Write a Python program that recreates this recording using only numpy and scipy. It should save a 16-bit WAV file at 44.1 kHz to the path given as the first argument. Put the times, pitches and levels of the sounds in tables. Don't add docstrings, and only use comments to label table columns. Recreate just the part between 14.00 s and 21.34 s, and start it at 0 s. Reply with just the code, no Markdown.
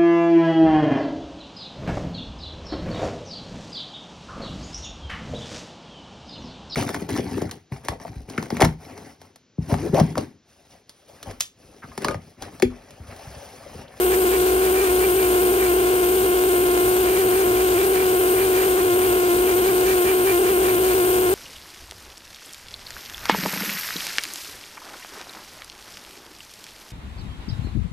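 import sys
import numpy as np
from scipy import signal
from scipy.fft import rfft, irfft, next_fast_len
from scipy.io import wavfile
from scipy.ndimage import uniform_filter1d

SR = 44100
rng = np.random.default_rng(int(sys.argv[2]) if len(sys.argv) > 2 else 0)


def invert_db(level):
    return 10 ** (np.asarray(level, dtype=float) / 20)


def generate_wav(signal):
    frames = np.transpose(np.atleast_2d(signal))
    scaled = np.clip(frames, -1, 1) * 32767
    pcm = np.round(scaled).astype(np.int16)
    wavfile.write(sys.argv[1], SR, pcm)


N = 323694
TIME = np.arange(N) / SR
PORT_LAG_S = .00028


def level(x, db):
    return x * invert_db(db) / np.sqrt(np.mean(x ** 2))


def walk(rate):
    hold = int(SR / rate)
    steps = np.repeat(rng.standard_normal(N // hold + 1), hold)
    return 1.9 * uniform_filter1d(uniform_filter1d(steps, hold), hold)[:N]


def pair():
    return rng.standard_normal((2, N))


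def ports(x, table, lag_s, edge_db=-60):
    size = next_fast_len(N)
    hz = np.maximum(np.arange(size // 2 + 1) * SR / size, 1)
    at, left, right, *more = np.transpose(table)
    lead, alike = (np.interp(np.log(hz), np.log(at), c) for c in (more + [0 * at, 0 * at])[:2])
    wide = np.log(np.r_[at[0] * .998, at, at[-1] * 1.002])
    gain = np.array([invert_db(np.interp(np.log(hz), wide, np.r_[edge_db, g, edge_db])) for g in (left, right)])
    spec = rfft(x, size)
    if x.ndim > 1:
        alike = np.clip(alike, 0, 1)
        spec = np.array([spec[0], alike * spec[0] + np.sqrt(1 - alike ** 2) * spec[1]])
    late = np.exp(-1j * (2 * np.pi * hz * lag_s + lead) * np.array([[0], [1]]))
    return irfft(spec * gain * late, size)[:, :N]


# t/s, length/s, chipping level/dB, grit level/dB (both over the idle buzz)
NEEDLE_TOUCHES = [(0.134, 0.032, 6.9, 3.1), (0.346, 0.045, 5.4, 2.6), (0.48, 0.067, 1.47, 4.7),
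                  (0.654, 0.065, 2.13, 3.3), (0.823, 0.12, 5.16, 3.8), (1.033, 0.053, 4.7, 1.57),
                  (1.218, 0.082, 2.57, 2.6), (1.63, 0.08, 4.25, 1.74), (3.095, 0.059, 2.6, 2.35),
                  (3.186, 0.081, 3.9, 4.1), (3.375, 0.11, 3.2, 1.78), (3.593, 0.059, 1.73, 2.5),
                  (3.805, 0.085, 4.17, 2.8), (3.994, 0.093, 4.7, 2.14), (4.403, 0.08, 4.95, 2.1),
                  (4.6, 0.11, 5.54, 2.86), (4.792, 0.042, 3.23, 1.9), (5.034, 0.0592, 2.3, 1),
                  (5.501, 0.056, 2.77, 2.76), (5.678, 0.066, 2.75, 3.6), (5.898, 0.077, 5.2, 6.2),
                  (6.088, 0.067, 5.9, 3.7), (6.3, 0.076, 5.67, 3.4), (6.486, 0.056, 4.4, 2.2),
                  (6.668, 0.088, 4.07, 3.1), (6.9, 0.11, 1.63, 4)]


def contact(column):
    out = np.zeros(N)
    for s, length, *over_db in NEEDLE_TOUCHES:
        height = np.sqrt(np.maximum(invert_db(2 * over_db[column]) - 1, 0))
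        out += height * np.exp(-((TIME - s) / (0.62 * length)) ** 4)
    return out


# t/s, f/Hz
IDLE_RATE = [(0, 368), (.6, 370), (1.5, 364.3), (2.2, 367.3), (2.7, 363.1), (3.2, 366.8), (4.2, 369.3),
             (5.2, 364.1), (6.0, 366.1), (7.34, 366.5)]
# t/s, slowing f/Hz
VALVE_HANGS = [(.08, 8.4), (.26, 8.6), (1.38, 6.3), (1.7, 9.5), (2.031, 9), (2.66, 8.7), (3.47, 8),
               (3.76, 14.6), (4.55, 10.5), (4.91, 7.7), (5.31, 14.7), (5.55, 8.3), (6.02, 12.2),
               (6.35, 14.8), (7.02, 10.3)]


def stroke_rate():
    load_lift_hz, wander_hz, hang_s = 6, 1.2, .025
    hang = sum(slow * np.exp(-np.square((TIME - s) / hang_s)) for s, slow in VALVE_HANGS)
    idle = np.interp(TIME, *np.transpose(IDLE_RATE))
    return idle + load_lift_hz * contact(column=0) - hang + wander_hz * walk(30)


def piston(hz, sticky, rebound, pull, sharp, spread):
    long_hz, short_hz = 350, 393
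    luck = rng.standard_normal((N // 90, 2))
    mood = luck[2:, 0] + sticky * luck[1:-1, 0] - rebound * luck[:-2, 0]
    mood = mood / np.sqrt(1 + sticky ** 2 + rebound ** 2)
    ideal = np.cumsum(hz) / SR
    starts, longs, t = [], [], 0.
    for k in range(len(mood)):
        if t >= N - 1:
            break
        share = (1 / hz[int(t)] - 1 / short_hz) / (1 / long_hz - 1 / short_hz)
        ahead = k - ideal[int(t)]
        long = np.clip(.5 + sharp * (3.0 * (share - .5) + pull * ahead - mood[k]), 0, 1)
        starts.append(t)
        longs.append(long)
        scatter = 1 + spread * (2 - long) * luck[k, 1]
        t += SR * (long / long_hz + (1 - long) / short_hz) * scatter
    return np.array(starts + [t]), np.array(longs)


def blows(starts, size):
    out = np.zeros(N)
    out[np.minimum(starts[:-1].astype(int), N - 1)] = size
    return out


def per_stroke(starts, values):
    return np.interp(np.arange(N), starts[:-1], values)


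def pumping(hz, starts, longs, turn, luck):
    sag_db = 0.068 * (hz - hz.mean())
    swing = invert_db(-15.5 - sag_db + per_stroke(starts, 0.88 * luck - 1.6 * longs))
    return np.sqrt(2) * swing * np.array([invert_db(-1.25) * np.cos(turn + 0.14), invert_db(-3.0) * np.cos(turn - .19)])


# f/Hz, left level/dB, right level/dB, left lead/rad
BARREL = [(253, -34, -27, -0.52), (523, -8, 4, 0.27), (810, -1, -3, 0.33), (1070, -5.5, -4.5, 0.094),
          (1243, -3.5, -10.5, 1), (1605, -4, -13.5, -0.84), (1946, -20.5, -15, -0.61),
          (2072, -12, -6, -0.16), (2500, -32.5, -14, 0.43), (2760, -14, -23, 0.65), (3130, -19, -24, 0.46),
          (4500, -62, -70, .5)]


def barrel_knock(starts, longs, luck):
    size_db = 1.85 * luck + 1.2 * np.roll(longs, 1) + 3.7 * longs
    return level(ports(blows(starts, invert_db(size_db)), BARREL, PORT_LAG_S), -26.5)


# f/Hz, left level/dB, right level/dB, left lead/rad, likeness/0-1
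VALVE = [(1750, -9, -9, -.3, .9), (1920, -8, -8, -.25, .96), (2050, -9, -7, -.4, .85),
         (2400, -4, -3, .4, .9), (2800, 0, 0, .4, .85), (3270, -2, -1, .5, .9)]


def valve_rattle(turn):
    return level(ports(pair() * invert_db(3.0 * np.cos(turn + 1.5)), VALVE, PORT_LAG_S), -38.5)


# f/Hz, left level/dB, right level/dB, left lead/rad
STONE_SLAB = [(500, -29, -18, -0.071), (1140, -7, -5.5, -0.19), (1620, -15, -6.5, -0.55),
              (1820, -29, -3, -1.1), (2280, -14.5, -8, 0), (2285, -9, 1.5, 0.76), (2370, -1, 1.5, 0.99),
              (2450, -13, -6, 0.61), (2870, -19, -11.5, -0.044), (2990, -20, -16, 0.45)]


def chipping(starts, luck):
    chips = blows(starts + 15, np.sign(luck)) * 6 + rng.standard_normal(N) * invert_db(1.0 * walk(170))
    return level(ports(chips, STONE_SLAB, PORT_LAG_S), -33) * contact(column=0)


# f/Hz, left level/dB, right level/dB, left lead/rad, likeness/0-1
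FLYING_GRIT = [(3020, -6, 7, 0.54, 0.3), (3500, -7, -2, .5, 0), (4150, 3, 3, 0.55, 0.1),
               (5100, 0, -6, 0, 0.1), (7500, 5, -36, 0, .2)]


def grit_spray():
    return level(ports(pair() * invert_db(0.56 * walk(280)), FLYING_GRIT, PORT_LAG_S), -40.5) * contact(column=1)


# f/Hz, left level/dB, right level/dB, left lead/rad, likeness/0-1
ESCAPING_AIR = [(3273, -8.2, -7.4, 0.5, 0.94), (3875, -9.5, -14.6, 0.5, 0.24),
                (4134, -8.6, -12.9, 1.1, 0.24), (4995, -10.1, -21.6, -0.4, 0.28),
                (5426, -12.2, -33.6, -0.6, 0.2), (5943, -9.6, -18.8, -0.7, 0.44),
                (6459, -9.9, -15.1, 0.1, 0.57), (7235, -10.2, -24.5, -0.2, 0.45),
                (7751, -8.1, -15.3, 0.3, 0.69), (8182, -1.2, -19.0, 2.1, 0.59)]


def air_leak(starts, turn, luck):
    flow_db = 0.39 * walk(25) + 1.6 * per_stroke(starts, luck) + 1.3 * np.cos(turn)
    return level(ports(pair() * invert_db(flow_db), ESCAPING_AIR, PORT_LAG_S), -35)


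def ticks(starts, sign_luck, size_luck):
    size = np.sign(sign_luck) * invert_db(5 * np.square(size_luck).clip(0, 5))
    return level(ports(blows(starts, size) * np.ones((2, 1)), ESCAPING_AIR, PORT_LAG_S), -47.5)


# f/Hz, left level/dB, right level/dB, left lead/rad, likeness/0-1
EXHAUST_JET = [(8182, -1.2, -19.0, 2.1, 0.59), (8527, -1.1, -34.5, 5.7, 0.18),
               (8699, -2.9, -16.4, 6.4, 0.54), (9043, -10.0, -9.3, 9.0, 0.9), (9474, -3.6, -5.9, 9.3, 0.9),
               (10163, -7.5, -11.6, 9.7, 0.7), (10766, -1.6, -4.3, 9.0, 0.87),
               (11627, -9.5, -7.7, 8.4, 0.62), (12919, -7.5, -9.6, 8.0, 0.8),
               (13522, -0.5, -12.8, 7.6, 0.82), (14039, -0.8, -8.5, 6.7, 0.95),
               (14642, -9.1, -12.7, 8.0, 0.41), (15417, -3.5, -17.0, 7.8, 0.61),
               (15740, -5.8, -15.7, 7.0, 0.64)]


def exhaust(starts, turn, luck):
    puff = invert_db(3.6 * np.cos(turn - 2.6) + 0.69 * per_stroke(starts, luck) + .5 * walk(10))
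    return level(ports(pair() * puff, EXHAUST_JET, PORT_LAG_S), -27.5)


def scribe():
    hz = stroke_rate()
    starts, longs = piston(hz, sticky=.55, rebound=.3, pull=1.4, sharp=1.5, spread=.014)
    turn = 2 * np.pi * np.interp(np.arange(N), starts, np.arange(len(starts)))
    luck = rng.standard_normal((N // 90, 3))[:len(longs)].T
    tool = pumping(hz, starts, longs, turn, luck[0]) + barrel_knock(starts, longs, luck[1])
    tool = tool + valve_rattle(turn)
    stone = chipping(starts, luck[2]) + grit_spray()
    air = air_leak(starts, turn, luck[1]) + ticks(starts, luck[1], luck[2]) + exhaust(starts, turn, luck[2])
    return tool + stone + air


# t/s, level/dB of its lowest tone
FAN_LEVEL = [
    (0, -37),
    (2.6, -41),
    (5.6, -45.5),
    (7.34, -40),
]


def fan():
    fan_hz = 59.8
    loudness = invert_db(np.interp(TIME, *np.transpose(FAN_LEVEL)) + 0.67 * walk(16))
    tone = np.sin(2 * np.pi * fan_hz * TIME + .3 * walk(6)) * loudness
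    return np.sqrt(2) * tone * invert_db(np.array([[.6], [-.7]]))


# f/Hz, left level/dB, right level/dB, wobble/dB
MOTOR_TONES = [
    (113, -50, -54, 3),
    (475.2, -39.5, -39, 1.5),
    (905.5, -62, -51, 1.5),
]


def motor_hum():
    out = np.zeros((2, N))
    for hz, left_db, right_db, wobble_db in MOTOR_TONES:
        tone = np.sqrt(2) * np.sin(2 * np.pi * hz * TIME + .5 * walk(12)) * invert_db(wobble_db * walk(8))
        out = out + tone * invert_db(np.array([[left_db], [right_db]]))
    return out


# f/Hz, left level/dB, right level/dB, left lead/rad, likeness/0-1
RUMBLE = [(20, -44, -45, -.02, .99), (35, -19, -20, -.02, .99), (50.3, -2.5, -3.5, -.03, 0.98),
          (70, -6, -7, -.04, .97), (88, -8, -12.5, 0, 0.98), (111, -1, -7, 0, 1),
          (142, -21.5, -16, 0, 0.83), (189, -7, -8, 0, 1), (293, -18, -10, 0.14, 0.4),
          (494, -12, -7, 0.1, 0.1), (900, -12.5, -16.5, 1, 0.7), (1900, -24, -20, 1.9, 0.9),
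          (3163, -21, -19, 4, .8)]


def workshop_rumble():
    return level(ports(pair() * invert_db(0.59 * walk(2.83)), RUMBLE, lag_s=.0001), -33.5)


def scene():
    return scribe() + fan() + motor_hum() + workshop_rumble()


def top_cut(x):
    return signal.sosfilt(signal.butter(12, 16510, fs=SR, output="sos"), x)


def record(dry):
    rounded = np.tanh(1.08 * dry) / 1.12
    low_pass = signal.ellip(12, .2, 80, 15780, fs=SR, output="sos")
    mix = signal.sosfilt(low_pass, rounded)
    return top_cut(mix)


dry = scene()
out = record(dry)
generate_wav(out)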